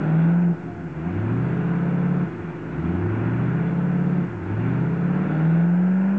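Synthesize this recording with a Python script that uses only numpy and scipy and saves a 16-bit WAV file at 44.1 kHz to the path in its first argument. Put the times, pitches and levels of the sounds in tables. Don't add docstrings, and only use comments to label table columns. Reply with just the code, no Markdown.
import sys
import numpy as np
from scipy import signal
from scipy.fft import rfft, irfft, next_fast_len
from scipy.io import wavfile
from scipy.ndimage import uniform_filter1d, map_coordinates

SR = 44100
rng = np.random.default_rng(int(sys.argv[2]) if len(sys.argv) > 2 else 0)


def boost(x):
    u = np.asarray(x, float) / 20
    return 10 ** u


def master(y):
    cut = np.clip(np.atleast_2d(y).T, -1, 1)
    pcm = np.round(cut * 32767)
    wavfile.write(sys.argv[1], SR, pcm.astype(np.int16))


N = 272538
CYLINDERS = 8


def unit(x):
    return x / np.sqrt(np.mean(x ** 2) + 1e-20)


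def along(points, hz):
    f, v = np.transpose(points)
    return np.interp(np.log(hz + 1), np.log(f + 1), v)


def curves(rows):
    s, *cols = np.transpose(rows)
    return [np.interp(np.arange(N) / SR, s, c) for c in cols]


def wobble(rate_hz):
    knots = rng.standard_normal(int(N * rate_hz / SR) + 4)
    return map_coordinates(knots, [np.arange(N) * rate_hz / SR], order=1)


def filtered(x, response):
    m = next_fast_len(N + SR // 2)
    return irfft(rfft(x, m) * response(np.fft.rfftfreq(m, 1 / SR)), m)[:N]


def noise(spectrum):
    return unit(filtered(rng.standard_normal(N), lambda hz: boost(along(spectrum, hz))))


def patchy(x, depth_db):
    z = signal.stft(x, nperseg=512)[2]
    field = uniform_filter1d(rng.standard_normal(z.shape), size=4, axis=0)
    field = uniform_filter1d(field, size=10, axis=1)
    return unit(signal.istft(z * boost(depth_db * unit(field)), nperseg=512)[1][:N])


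def tone(turns, db, drift_db, drift_rad):
    phase = 2 * np.pi * (turns + rng.random()) + drift_rad * wobble(9)
    return np.sqrt(2) * boost(db + drift_db * wobble(12)) * np.sin(phase)


# f/Hz, density/(dB per Hz)
HISS = [(2500, -28.5), (4000, -1), (5000, -2), (7000, -2), (8000, -6.5), (8800, -27.5), (9500, -120)]


def microphone():
    whine = boost(-91) * np.sin(2 * np.pi * 6667 * np.arange(N) / SR)
    offset = -.003
    return boost(-70.5) * noise(HISS) + whine + offset


# f/Hz, density/(dB per Hz)
RUMBLE = [(10, -7.5), (25, -0.5), (60, 0.5), (120, -120)]


def air():
    return boost(-69 + 4 * wobble(5.5)) * noise(RUMBLE)


# t/s, beat f/Hz, level/dB
IDLING = [(0, 27, -40.5), (.6, 26.89, -45), (1.2, 26.92, -40.5), (2, 27.21, -45), (2.6, 27.1, -40),
          (3.2, 27.15, -36.5), (3.8, 27.04, -46), (4.5, 27, -39.5), (5.1, 27, -44.5), (5.6, 27.02, -46.5),
          (6.18, 27.14, -47)]
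# multiple of the beat, level/dB
IDLE_TONES = [(6, 0.5), (8, -7), (9, -6), (10, -5.5), (11, -9.5), (12, -1), (13, 1), (14, -6.5),
              (15, -15.5), (16, -10), (19, -15), (22, -20)]
# f/Hz, density/(dB per Hz)
PURR = [(90, -120), (150, -5.5), (270, -2), (360, 0.5), (390, -13.5), (520, -17.5), (900, -120)]


def idler():
    beat_hz, level_db = curves(IDLING)
    turns = np.cumsum(beat_hz) / SR
    tones = sum(tone(round(multiple) * turns, db + level_db, drift_db=2.5, drift_rad=0.19)
                for multiple, db in IDLE_TONES)
    return tones + boost(level_db - 2.5) * noise(PURR)


# t/s, f/Hz, level/dB, t60/s
LURCHES = [
    (.56, 80, -42, .2),
    (2.261, 55, -37, .16),
    (2.66, 52, -47, .2),
    (4.27, 70.13, -41, 0.23),
    (4.4, 75, -34, .2),
]


def lurch():
    t = np.arange(N) / SR
    thuds = np.zeros(N)
    for start_s, hz, db, t60_s in LURCHES:
        age_s = np.maximum(t - start_s, 0)
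        swell = 1 - np.exp(-age_s / .012)
        thuds += boost(db - 60 * age_s / t60_s) * swell * np.sin(2 * np.pi * hz * age_s)
    return thuds


# f/Hz, density/(dB per Hz)
SPATTER = [(2600, -120), (3100, -6.5), (3280, -4), (3400, -0.5), (3520, -6), (3750, -8.5), (3950, -11),
           (4150, -14.5), (4600, -15), (6000, -120)]
SPRAY_DB, USUAL_EFFORT_DB, SPRAY_DB_PER_EFFORT_DB = -64, -40, 0.97
SPRAY_FREE_DB = -6.5
SPRAY_DB_PER_HZ, SLOG_HZ = 0.0257, 130


def spray(firing_hz, effort_db, free):
    spray_db = SPRAY_DB + SPRAY_DB_PER_EFFORT_DB * (effort_db - USUAL_EFFORT_DB) + SPRAY_FREE_DB * free
    spray_db += SPRAY_DB_PER_HZ * (firing_hz - SLOG_HZ)
    flutter_db = 0.79 * wobble(30) + 0.85 * wobble(7)
    return boost(spray_db - 2.5 + flutter_db) * patchy(noise(SPATTER), depth_db=1.7)


# t/s, f/Hz, level/dB
GEARS = [
    (.6, 730, -80),
    (.69, 716, -41),
    (.8, 691.7, -45),
    (.88, 667.4, -82),
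    (.97, 664, -77),
    (1.02, 673.4, -46),
    (1.09, 728, -41.5),
    (1.16, 759, -49),
    (1.22, 770, -92),
]


def gears():
    gear_hz, gear_db = curves(GEARS)
    return tone(np.cumsum(gear_hz) / SR, gear_db - 2.5, drift_db=3, drift_rad=.8)


def ticks(cycle, count, scatter_db):
    angle, size = rng.random(count), rng.standard_normal(count)
    when = np.arange(int(cycle[-1]))[:, None] + angle
    at = np.interp(when, cycle, np.arange(N)).ravel()
    blow = (size * boost(rng.normal(0, scatter_db, when.shape))).ravel()
    first, part = at.astype(int), at % 1
    early = np.bincount(first, blow * (1 - part), N + 1)
    late = np.bincount(first + 1, blow * part, N + 1)
    return (early + late)[:N]


# f/Hz, width/Hz, level/dB
BLOCK = [(430, 13, -2), (524, 50, -3), (703, 90, 0.5), (815, 73, -2), (887, 25, 0), (1070, 87, -7.5),
         (1306, 90, -1.5), (1462, 100, 2), (1646, 86, -2), (1804, 68, -8), (2040, 110, -13.5),
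         (2316, 70, -13), (2730, 250, -15), (3320, 90, -29)]


def block_ring(x):
    def response(f):
        modes = sum((-1) ** k * boost(db) * 1j * f * width / (c * c - f * f + 1j * f * width)
                    for k, (c, width, db) in enumerate(BLOCK))
        return modes / (1 + (f / 2900) ** 8)
    return unit(filtered(x, response))


# f/Hz, density/(dB per Hz)
RUSH = [(300, -120), (450, -12), (560, -9), (700, -11), (900, -6.5), (1150, -10), (1470, -10.5),
        (1900, -14), (2400, -17.5), (2950, -25.5), (3100, -34), (3450, -41), (4000, -58.5), (6000, -120)]


def clatter(cycle, clatter_db):
    firing = CYLINDERS * cycle
    size_db = rng.normal(0, 1.0, CYLINDERS)[firing.astype(int) % CYLINDERS]
    bursts = boost(size_db - 13 * (firing % 1)) * rng.standard_normal(N)
    blows = boost(-2.5) * block_ring(ticks(cycle, count=96, scatter_db=1.5)) + boost(-9) * block_ring(bursts)
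    rush = boost(0.69 * wobble(14) - 1.5) * patchy(noise(RUSH), depth_db=1.0)
    return boost(clatter_db) * (blows + rush)


# tone f/Hz, level/dB
FIRING = [(60, -41.5), (100, -25), (126, -25), (134, -32), (141, -26.5), (150, -30), (161, -17), (197, -20)]
FIFTH = [(125, -48), (145, -37), (160, -26), (175, -23), (184, -22), (192, -29.5), (199, -39.5),
         (220, -50.5)]
OCTAVE = [(135, -33.5), (172, -23), (200, -44), (262, -53.5), (279, -38.5), (312, -33.5), (340, -40.5),
          (390, -45.5)]
SHUT_DB = [-12.5, -15.5, -7]
BRAKING_DB_PER_HZ, BRAKING_HZ = -0.1413, 102


def strong_tones(firing_hz, cycle, opening, ragged):
    braking_db = BRAKING_DB_PER_HZ * np.maximum(firing_hz - BRAKING_HZ, 0)
    boom = np.zeros(N)
    for multiple, voice, loss_db in zip((8, 10, 16), (FIRING, FIFTH, OCTAVE), SHUT_DB):
        db = along(voice, multiple * firing_hz / CYLINDERS) + (loss_db + braking_db) * (1 - opening)
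        boom += tone(multiple * cycle, db, drift_db=.4 + 2.2 * ragged, drift_rad=.04 + .3 * ragged)
    return boom


# multiple of the two-turn cycle, then level/dB at each firing rate below
UNEVEN = [(3, -15, 6, 1.5, 6.5), (4, -3.5, 1.5, -5, -5), (5, 11.5, 11.5, 3.5, -3), (6, 2.5, 2.5, 0.5, 6),
          (7, 8, 5.5, 1.5, -6), (9, -3, -4, -1, 3.5), (11, 6.5, 8.5, 8.5, 3), (12, 0, 11.5, 0.5, -3.5),
          (13, 5.5, 0, 3, -2.5), (14, -3.5, 9, 1.5, 8), (15, 4.5, 2.5, -10, -7.5), (17, -6.5, 5, 0.5, -2),
          (18, 9.5, 10, 2.5, -4), (19, 2.5, 0.5, -2, 7.5), (20, -12.5, -2, -4, 9), (21, -18, -4, 3, 6.5),
          (22, -13.5, -7, -5.5, 11), (23, -12, 3.5, -3.5, -7.5), (24, 10, 3, 7.5, 13.5),
          (25, 2.5, -1.5, -5.5, 1.5), (26, -5, 9, 12, 1.0), (27, -9, -1.5, -1.5, 8.5),
          (28, -3.5, -3, 1.5, 1), (29, 1.5, 4.5, 10, 3)]
RATES_HZ = [95, 120, 140, 180]
# f/Hz, level/dB
PIPE = [(45, -72.5), (80, -54.5), (120, -49.5), (150, -52), (172, -39.5), (195, -44), (220, -49.5),
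        (265, -45), (300, -47.5), (330, -52.5), (445, -54.5), (480, -61.5), (700, -55.5), (1000, -57)]
UPPER = range(30, 45)
UPPER_DB, UPPER_SLOPE_DB, FIRING_BOOST_DB, FREE_UPPER_DB = -3.5, -0.2336, 8, 4.5
COAST_TILT_DB_PER_OCTAVE, TILT_MULTIPLE = -4, 8


def exhaust(firing_hz, cycle, opening, free, throttle_db):
    ragged = (1 - opening) * (firing_hz < 140)
    boom = strong_tones(firing_hz, cycle, opening, ragged)
    patterns = [(round(multiple), np.interp(firing_hz, RATES_HZ, db)) for multiple, *db in UNEVEN]
    for k in UPPER:
        upper_db = UPPER_DB + FREE_UPPER_DB * free + UPPER_SLOPE_DB * (k - UPPER[0])
        patterns.append((k, upper_db + FIRING_BOOST_DB * (k % CYLINDERS == 0)))
    for multiple, pattern_db in patterns:
        pipe_db = along(PIPE, multiple * firing_hz / CYLINDERS)
        octaves = np.clip(np.log2(multiple / TILT_MULTIPLE), -1, 1)
        pipe_db += COAST_TILT_DB_PER_OCTAVE * (1 - opening) * octaves
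        boom += tone(multiple * cycle, pattern_db + pipe_db + throttle_db,
                     drift_db=1 + 2.5 * ragged, drift_rad=.1 + .5 * ragged)
    gas = noise([(15, -89.5)] + list(PIPE) + [(1500, -120)])
    return boom + boost(throttle_db - 43.5) * gas


# opens t/s, shuts t/s, press takes t/s
PEDAL = [
    (-.5, 0.51, .2),
    (.93, 2.245, 0.27),
    (2.6, 4.235, 0.23),
    (4.41, 7, 0.12),
]


def pedal():
    t, shut_s = np.arange(N) / SR, 0.069
    return sum(np.clip((t - on) / press, 0, 1) * np.clip(1 - (t - off) / shut_s, 0, 1)
               for on, off, press in PEDAL)


# t/s, firing f/Hz, effort level/dB
REVS = [(0, 151.9, -40.5), (.42, 176, -39), (.52, 169.8, -46.5), (.6, 137.7, -43.5), (.92, 67.52, -43.5),
        (1.22, 105, -39), (1.46, 128.2, -39.5), (1.85, 138.1, -39.5), (2.22, 142.2, -41), (2.6, 53.42, -41),
        (3.1, 105.2, -38.5), (3.4, 121.9, -38), (3.82, 140, -41), (4.21, 142.7, -41.5), (4.41, 91.15, -41),
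        (4.7, 122.2, -38), (4.92, 132.5, -40.5), (6.18, 199, -39)]
OPEN_DB, COAST_DB = 2, -7
FREE_HZ, FREE_WIDTH_HZ, FREE_DB, FREE_CLATTER_DB = 171, 5.6, -4, -2.5
STRAIN_HZ, STRAIN_WIDTH_HZ, STRAIN_DB = 152, 8.1, 2.5
LUG_HZ, LUG_DB_PER_HZ = 94, .12
CLATTER_SHUT_DB = -1.5


def scene():
    firing_hz, effort_db = curves(REVS)
    cycle, opening = np.cumsum(firing_hz) / SR / CYLINDERS, pedal()
    free = np.clip((firing_hz - FREE_HZ) / FREE_WIDTH_HZ + .5, 0, 1) * opening
    strain = np.exp(-((firing_hz - STRAIN_HZ) / STRAIN_WIDTH_HZ) ** 2) * opening
    throttle_db = COAST_DB + (OPEN_DB - COAST_DB) * opening + STRAIN_DB * strain + FREE_DB * free
    throttle_db += LUG_DB_PER_HZ * np.minimum(firing_hz - LUG_HZ, 0)
    effort_db = effort_db + FREE_CLATTER_DB * free + STRAIN_DB * strain + CLATTER_SHUT_DB * (1 - opening)
    background = air() + idler() + lurch()
    wheels = spray(firing_hz, effort_db, free) + gears()
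    engine = clatter(cycle, effort_db) + exhaust(firing_hz, cycle, opening, free, throttle_db)
    return (background + wheels + engine)[None]


def roll_off(x):
    return signal.sosfilt(signal.butter(12, 8800, fs=SR, output="sos"), x)


def record(dry):
    fade_in = np.clip(np.arange(N) / SR / .002 + .3, 0, 1)
    return roll_off(fade_in * dry + microphone())


dry = scene()
out = record(dry)
master(out)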